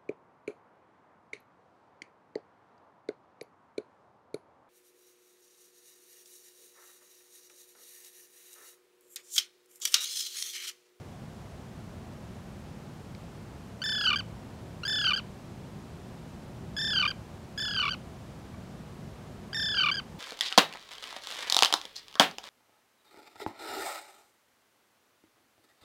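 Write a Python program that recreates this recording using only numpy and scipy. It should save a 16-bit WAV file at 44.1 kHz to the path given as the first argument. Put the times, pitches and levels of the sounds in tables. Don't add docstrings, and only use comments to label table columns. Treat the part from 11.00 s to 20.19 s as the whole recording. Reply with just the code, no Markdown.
import sys
import numpy as np
from scipy import signal
from scipy.fft import rfft, irfft, next_fast_len
from scipy.io import wavfile
from scipy.ndimage import uniform_filter1d, map_coordinates

SR = 44100
rng = np.random.default_rng(int(sys.argv[2]) if len(sys.argv) > 2 else 0)


def voltage_ratio(level):
    return 10 ** (np.asarray(level, float) / 20)


def waveform_to_disk(signal):
    frames = np.transpose(np.atleast_2d(signal))
    scaled = np.clip(frames, -1, 1) * 32767
    samples = np.round(scaled).astype(np.int16)
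    wavfile.write(sys.argv[1], SR, samples)


N = 405279

# f/Hz, level/dB
THROAT = [(600, -8.5), (1170, 3), (1500, -3), (1620, -5), (1780, -8.5), (2500, 9), (2950, 7.5), (3130, 8),
          (3400, 7), (3600, -0.5), (4300, -2.5), (4700, 3.6), (5050, -2.5), (5350, -2),
          (5800, -8), (6200, -13.5), (6700, -9), (7100, -12), (7500, -12), (8200, -11), (9000, -10),
         (10500, -9.0), (12300, -9), (14000, -7.9), (15700, -6.9)]
# f/Hz, core width/Hz, skirt width/Hz
SIDE_CAVITY = (3280, 40, 300)
OVERTONES = [1, -2.5, -1.74, -9.5, -21, -26, -30.5, -34, -38, -36]
SLACK_GAIN = [0, 1.5, -3, -6, -13, -18, -18, -18, -18, -18]
SAG_LOSS = [-1, -8, -1, -3, -4, -4, -4, -4, -4, -4]
# share of the call, second multiple level/dB, third multiple level/dB, higher ones level/dB
SHAPE = [(0, -4, -2, 1.3), (.2, 1.1, -0.3, 1.4), (.4, 1, -3.5, -1.3), (.6, 2, -1.7, -0.5),
         (.8, 1.8, -1.7, 0), (1, -1.5, -1.7, 0.2)]
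# t/s, depth/0-1
DOUBLING = [(8.772, 0), (8.781, 0.11), (8.798, 0.2), (8.81, 0.2), (8.82, 0)]
# t/s, f/Hz, level/dB
EFFORT = [
    [(2.8394, 1741, -30.5), (2.8673, 1770, -32.5), (2.9287, 1755, -33), (3.018, 1678, -32.5),
     (3.0464, 1663, -31), (3.0749, 1507, -30.5), (3.1297, 1484, -29.5), (3.1592, 1540, -32),
     (3.1866, 1646, -36.5)],
    [(3.8524, 1590, -33), (3.8784, 1731, -30), (3.9048, 1766, -31.5), (3.9926, 1729, -32),
     (4.05, 1628, -31), (4.0774, 1522, -31), (4.1338, 1484, -32.5), (4.1617, 1610, -33.5),
     (4.1847, 1585, -39.5)],
    [(5.7665, 1674, -33), (5.7924, 1768, -32), (5.8518, 1789, -32), (5.9116, 1762, -31.5),
     (5.969, 1579, -31.5), (6.0244, 1491, -31.5), (6.0518, 1516, -30.5), (6.0773, 1548, -33),
     (6.1042, 1615, -36)],
    [(6.5775, 1664, -33.5), (6.6024, 1744, -33), (6.6303, 1758, -35), (6.6892, 1690, -35.5),
     (6.7451, 1650, -34), (6.8, 1508, -34), (6.8795, 1397, -34), (6.9077, 1560, -37), (6.9325, 1480, -38.5)],
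]
# t/s, f/Hz, level/dB
LAST_EFFORT = [(8.5458, 1818, -30.5), (8.724, 1737, -33.5), (8.7775, 1607, -31), (8.8078, 1531, -30.5),
               (8.8324, 1512, -30), (8.886, 1454, -31.5), (8.9146, 1515, -33), (8.942, 1642, -33),
               (8.969, 1634, -36.5)]
# t/s, f/Hz, level/dB
LEAD_INS = [
    (2.8182, 1475, -36.5),
    (3.834, 1357, -39.5),
    (8.531, 1580, -35),
]
# voice breaks t/s, mends t/s, last throb ends t/s, final f/Hz
COURSE = [(3.095, 3.153, 3.2041, 1459), (4.098, 4.128, 4.1946, 1433), (6.018, 6.072, 6.113, 1540),
          (6.82, 6.8905, 6.942, 1470), (8.826, 8.909, 8.9974, 1514)]
# dip f/Hz, high start of a broken throb t/ms, low register level/dB,
# shut before the break t/ms, brightness level/dB
MANNER = [(256.2, 5, -7, .3, 0.5), (251, 3.37, -3, 1.8, 1), (217, 3.31, -3.5, 4.2, 0),
          (261.7, 3, -2, 2, 0.5), (213, 4.5, -3.5, 2.88, -1)]
# next throb t/s, length t/ms
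CATCHES = [(3.1866, 10.5), (3.8524, 9), (4.1847, -3), (6.6024, 3), (6.7451, 5.5), (6.7725, 3), (6.9325, 6)]
# wait t/s, length t/s, first f/Hz, last f/Hz, level/dB
CROAK = (.0045, .0045, 1150, 980, -49.5)
# t/s, level/dB
SNAP = (2.1492, -36.5)
# f/Hz, level/dB, t60 t/s
SNAP_MODES = [(2260, 1, 0.0086), (3100, -2, 0.0044), (4100, -1, .007), (4900, 1, .006), (5570, -4, .005)]
# t/s, length t/s, f/Hz, level/dB, second multiple level/dB
MARSH = [
    (5.605, .06, 380, -56, -63),
    (7.535, .024, 1140, -59, -63),
    (8.5, .05, 770, -62, -75),
]
# f/Hz, level/dB per Hz
FAR = [(12, -54), (20, -27), (36, -13), (58, -5.5), (107, -1.5), (158, -2), (216, -4), (310, -14),
       (347, -10), (434, -15), (698, -16.5), (1810, -28), (7310, -38.5), (13500, -47.5), (16000, -52)]
# t/s, level/dB
SWELL = [(0, -0.5), (1.499, 0.6), (3, -0.3), (4.2, 0.5), (5, 0.3), (5.8, 1.5), (6.6, -0.6), (8, -0.4),
         (9.19, -0.2)]

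CALLS = list(zip([*EFFORT, LAST_EFFORT], COURSE, MANNER))
THROB_S, SETTLED_HZ = .0285, 105
LINK_S, SHUT_LINK_S, FALL_S = .0097, 0.00419, 0.00362
DROOP_HZ, REACH_HZ, REACH, CLIMB_HZ = 10, 14.6, .35, 95.6
SHY, UNEVEN_DIP = 0.31, .1
LOW, LOW_DIP_HZ, LOW_DROOP_HZ = .805, 106.2, 28
SOONER_MS = 0.545
RESTART_MS, BROKEN_MS, MENDED_MS, FEWER_MS = 6.2, 5.2, 8.3, 2.9
SHUT_DB = -29
TIRE_DB = 3
DRIFT_DB = .3
STRAIN_HZ, STRAIN_DB = 1620, 9
FAR_DB = -44
TOP_HZ = 15790


def tern():
    voice = resonate(membranes(np.arange(N) / SR), THROAT)
    hz, core, skirt = SIDE_CAVITY
    return voice - (1 - core / skirt) * band(voice, hz, skirt)


def membranes(t):
    holds, shuts = throbs()
    pitch, level, sag = tension(t, holds)
    second, third, bright = shaping(t)
    slack = np.clip((1370 - pitch) / 130, 0, 1)
    strain = np.clip((STRAIN_HZ - pitch) / 100, 0, 1) * (1 - slack)
    strain *= np.clip((level + 35) / 4, 0, 1)
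    pitch = pitch * (1 + (.0018 + .008 * slack + .01 * sag) * wobble(500))
    phase = 2 * np.pi * np.cumsum(pitch) / SR

    shaped = [0, second, third] + [bright * np.sqrt(k - 2) for k in range(4, 11)]
    voice = np.zeros(N)
    for k, (db, own, dull, loss) in enumerate(zip(OVERTONES, shaped, SLACK_GAIN, SAG_LOSS), start=1):
        flutter_db = (0.83 + 0.14 * k) * wobble(150)
        drift_db = DRIFT_DB * k * wobble(25) * (k > 3)
        voice += voltage_ratio(db + own + slack * dull + sag * loss + flutter_db + drift_db) * np.cos(k * phase)
    doubling = (.006 + .045 * strain + .3 * slack) * wobble(220) + np.interp(t, *np.transpose(DOUBLING))
    uneven = 1 + doubling * np.cos(phase / 2)

    leak = 1 + np.cos(phase)
    air = unit(band(band(rng.standard_normal(N), 4800, 3100), 4800, 3100))
    puffs = voltage_ratio(-36.5 + STRAIN_DB * strain + 19.4 * slack + 4.3 * sag * (2 - slack)) * leak * air
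    hiss = unit(band(band(rng.standard_normal(N), 12500, 7000), 12500, 7000))
    fizz = voltage_ratio(-41 + 8 * slack + 6 * sag) * leak * hiss
    return np.sqrt(2) * voltage_ratio(level + shutting(t, shuts)) * (voice * uneven + puffs + fizz)


def tension(t, holds):
    start, end, first_hz, last_hz, db, dip_hz = np.transpose(holds)
    link = np.minimum(np.r_[start[1:] - end[:-1], 1], .012)
    times = np.array([start, end + .05 * link, end + .36 * link, end + .58 * link]).T.ravel()
    bends = np.array([first_hz, last_hz, dip_hz, dip_hz]).T.ravel()
    pitch = smooth(np.interp(t, times, bends), .0006)
    held = np.array([start, end]).T.ravel()
    unsagged = np.interp(t, held, np.array([first_hz, last_hz]).T.ravel())
    sag = (unsagged - pitch) / 220
    tiring = (last_hz > first_hz) | (db < -36.2)
    glide = np.clip(abs(last_hz - first_hz) * tiring, 0, 150)
    tire = TIRE_DB * glide / 200 * (first_hz > 1450)
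    level = np.interp(t, held, np.array([db + tire, db - tire]).T.ravel())
    return pitch, level, np.clip(sag, 0, 1)


def shutting(t, shuts):
    lost = np.zeros(len(t))
    for close, start, depth_db in shuts:
        near = slice(*np.searchsorted(t, [close - .005, start + .005]))
        fade = np.minimum((t[near] - close) * 6000, (start - t[near]) * 14000)
        lost[near] += np.clip(-8 - fade, depth_db, 0)
    return lost


def shaping(t):
    share, bright_db = np.zeros(len(t)), np.zeros(len(t))
    for rows, course, manner in CALLS:
        begins, ends = rows[0][0], course[2]
        later = t > begins - 2 * THROB_S
        share[later] = (t[later] - begins) / (ends - begins)
        bright_db[later] = manner[-1]
    at, *shape = np.transpose(SHAPE)
    second, third, bright = (np.interp(share, at, column) for column in shape)
    return second, third, bright + bright_db


def throbs():
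    holds, shuts, silent = [], [], -1
    for rows, course, manner in CALLS:
        held, shut = call(rows, course, manner)
        shuts += shut + [(silent, held[0][0] - .0004, -90)]
        holds += held
        silent = held[-1][1] + 0.00098
    return holds, shuts + [(silent, N / SR + 1, -90)]


def call(rows, course, manner):
    breaks, mends, ends, final_hz = course
    dip_hz, high_ms, low_db, before_ms, _ = manner
    s, hz, db = starts(rows)
    gap = gaps(s, hz, breaks, mends, before_ms)
    end = np.r_[s[1:] - np.maximum(LINK_S, gap[1:] + SHUT_LINK_S), ends]
    end = np.maximum(end, s + .004)
    step = np.diff(hz)
    lean = np.where(step < 0, step - DROOP_HZ, np.minimum(step, REACH_HZ + REACH * step))
    last = np.r_[hz[:-1] + lean, final_hz]
    dips = dip_hz * (1 - SHY * np.exp(-np.arange(len(s)) / 2))
    dips *= 1 + UNEVEN_DIP * rng.standard_normal(len(s))
    holds = []
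    for k, (a, b, first, final, level) in enumerate(zip(s, end, hz, last, db)):
        climbed = first + CLIMB_HZ
        if breaks < a < mends:
            drop = a + (high_ms - SOONER_MS * (a - breaks) / THROB_S) / 1000
            low = LOW * first
            holds.append((a, drop, first, first - 38, level, low))
            back = mends < b
            low_end = low if back else low - LOW_DROOP_HZ
            low_dip = low + LOW_DIP_HZ if back else low_end - LOW_DIP_HZ
            holds.append((drop + FALL_S, min(b, mends - FALL_S / 2), low, low_end, level + low_db, low_dip))
            if back:
                holds.append((mends + FALL_S / 2, b, climbed, climbed, level + low_db, first))
            continue
        if a > mends:
            if a - mends < LINK_S:
                final = climbed
            elif b != ends:
                final = max(first, hz[k + 1] - DROOP_HZ)
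        dip = (final + CROAK[2]) / 2 if b == ends else final - dips[k]
        holds.append((a, b, first, final, level, dip))
    wait, length, first, final, level = CROAK
    holds.append((ends + wait, ends + wait + length, first, final, level, final))
    close = s[1:] - np.maximum(gap[1:] + 0.00055, .0052)
    shuts = [(a, a + length, SHUT_DB) for a, length in zip(close, gap[1:])]
    return holds, shuts


def starts(rows):
    leads = [lead for lead in LEAD_INS if 0 < rows[0][0] - lead[0] < 2 * THROB_S]
    rows = np.array(leads + list(rows))
    periods = np.maximum(np.round(np.diff(rows[:, 0]) / THROB_S), 1)
    number = np.r_[0, np.cumsum(periods)]
    return [np.interp(np.arange(number[-1] + 1), number, column) for column in rows.T]


def gaps(s, hz, breaks, mends, before_ms):
    early = np.searchsorted(s, breaks) - np.arange(len(s))
    late_ms = np.where(s > mends, MENDED_MS, BROKEN_MS)
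    ms = np.where(early > 0, before_ms - FEWER_MS * (early - 1), late_ms)
    ms[(early > 0) & (np.diff(hz, prepend=hz[0]) > SETTLED_HZ)] = RESTART_MS
    for at, odd_ms in CATCHES:
        ms[abs(s - at) < THROB_S / 3] = odd_ms
    return ms / 1000


def reeds(x):
    t = np.arange(SR // 2) / SR
    tail = band(rng.standard_normal(len(t)), 2400, 1800)
    tail *= voltage_ratio(-60 * t / 0.28) * (1 - np.exp(-t / 0.0065))
    return signal.fftconvolve(x, tail / np.linalg.norm(tail))[:N]


def small_sounds():
    out, t = np.zeros(N + SR), np.arange(SR // 10) / SR
    ring = sum(voltage_ratio(db - 60 * t / t60) * np.sin(2 * np.pi * hz * t) for hz, db, t60 in SNAP_MODES)
    snap_s, snap_db = SNAP
    out[round(snap_s * SR):][:len(t)] += voltage_ratio(snap_db) * ring * (1 - np.exp(-t / .0006))
    for s, length, hz, db, second_db in MARSH:
        note = voltage_ratio(db) * np.sin(2 * np.pi * hz * t)
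        note += voltage_ratio(second_db) * np.sin(2 * 2 * np.pi * hz * t)
        out[round(s * SR):][:len(t)] += 2 * note * np.sin(np.pi * np.clip(t / length, 0, 1))
    return out[:N]


def distance():
    size = next_fast_len(N + 8192)
    hz = np.fft.rfftfreq(size, 1 / SR)
    noise = rfft(rng.standard_normal(size)) * voltage_ratio(along(FAR, hz))
    low = irfft(noise / (1 + (hz / 500) ** 2), size)[:N]
    whole = irfft(noise, size)[:N]
    swell_db = np.interp(np.arange(N) / SR, *np.transpose(SWELL)) + 0.82 * wobble(2.76)
    return voltage_ratio(FAR_DB) * (whole + (voltage_ratio(swell_db) - 1) * low) / np.std(whole)


def unit(x):
    return x / np.sqrt(np.mean(x ** 2) + 1e-20)


def along(points, hz):
    f, v = np.transpose(points)
    return np.interp(np.log(hz + 1), np.log(f + 1), v)


def wobble(rate):
    knots = rng.standard_normal(int(N * rate / SR) + 4)
    return map_coordinates(knots, [np.arange(N) * rate / SR])


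def smooth(x, seconds):
    size = max(int(seconds * SR), 1)
    return uniform_filter1d(uniform_filter1d(x, size), size)


def resonate(x, points, size=8192):
    cepstrum = irfft(np.log(voltage_ratio(along(points, np.fft.rfftfreq(size, 1 / SR)))))
    cepstrum *= np.r_[1, np.full(size // 2 - 1, 2), 1, np.zeros(size // 2 - 1)]
    return signal.fftconvolve(x, irfft(np.exp(rfft(cepstrum))))[:N]


def band(x, hz, width_hz):
    return signal.lfilter(*signal.iirpeak(hz, hz / width_hz, SR), x)


def scene():
    bird = tern()
    echo = voltage_ratio(-30) * reeds(bird)
    return (bird + echo + small_sounds() + distance())[None]


def top_cut(x):
    return signal.sosfilt(signal.butter(12, 16270, fs=SR, output="sos"), x)


def record(dry):
    size = next_fast_len(N)
    passed = np.fft.rfftfreq(size, 1 / SR) < TOP_HZ
    kept = irfft(rfft(dry, size) * passed, size)[:, :N]
    return top_cut(kept)


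dry = scene()
out = record(dry)
waveform_to_disk(out)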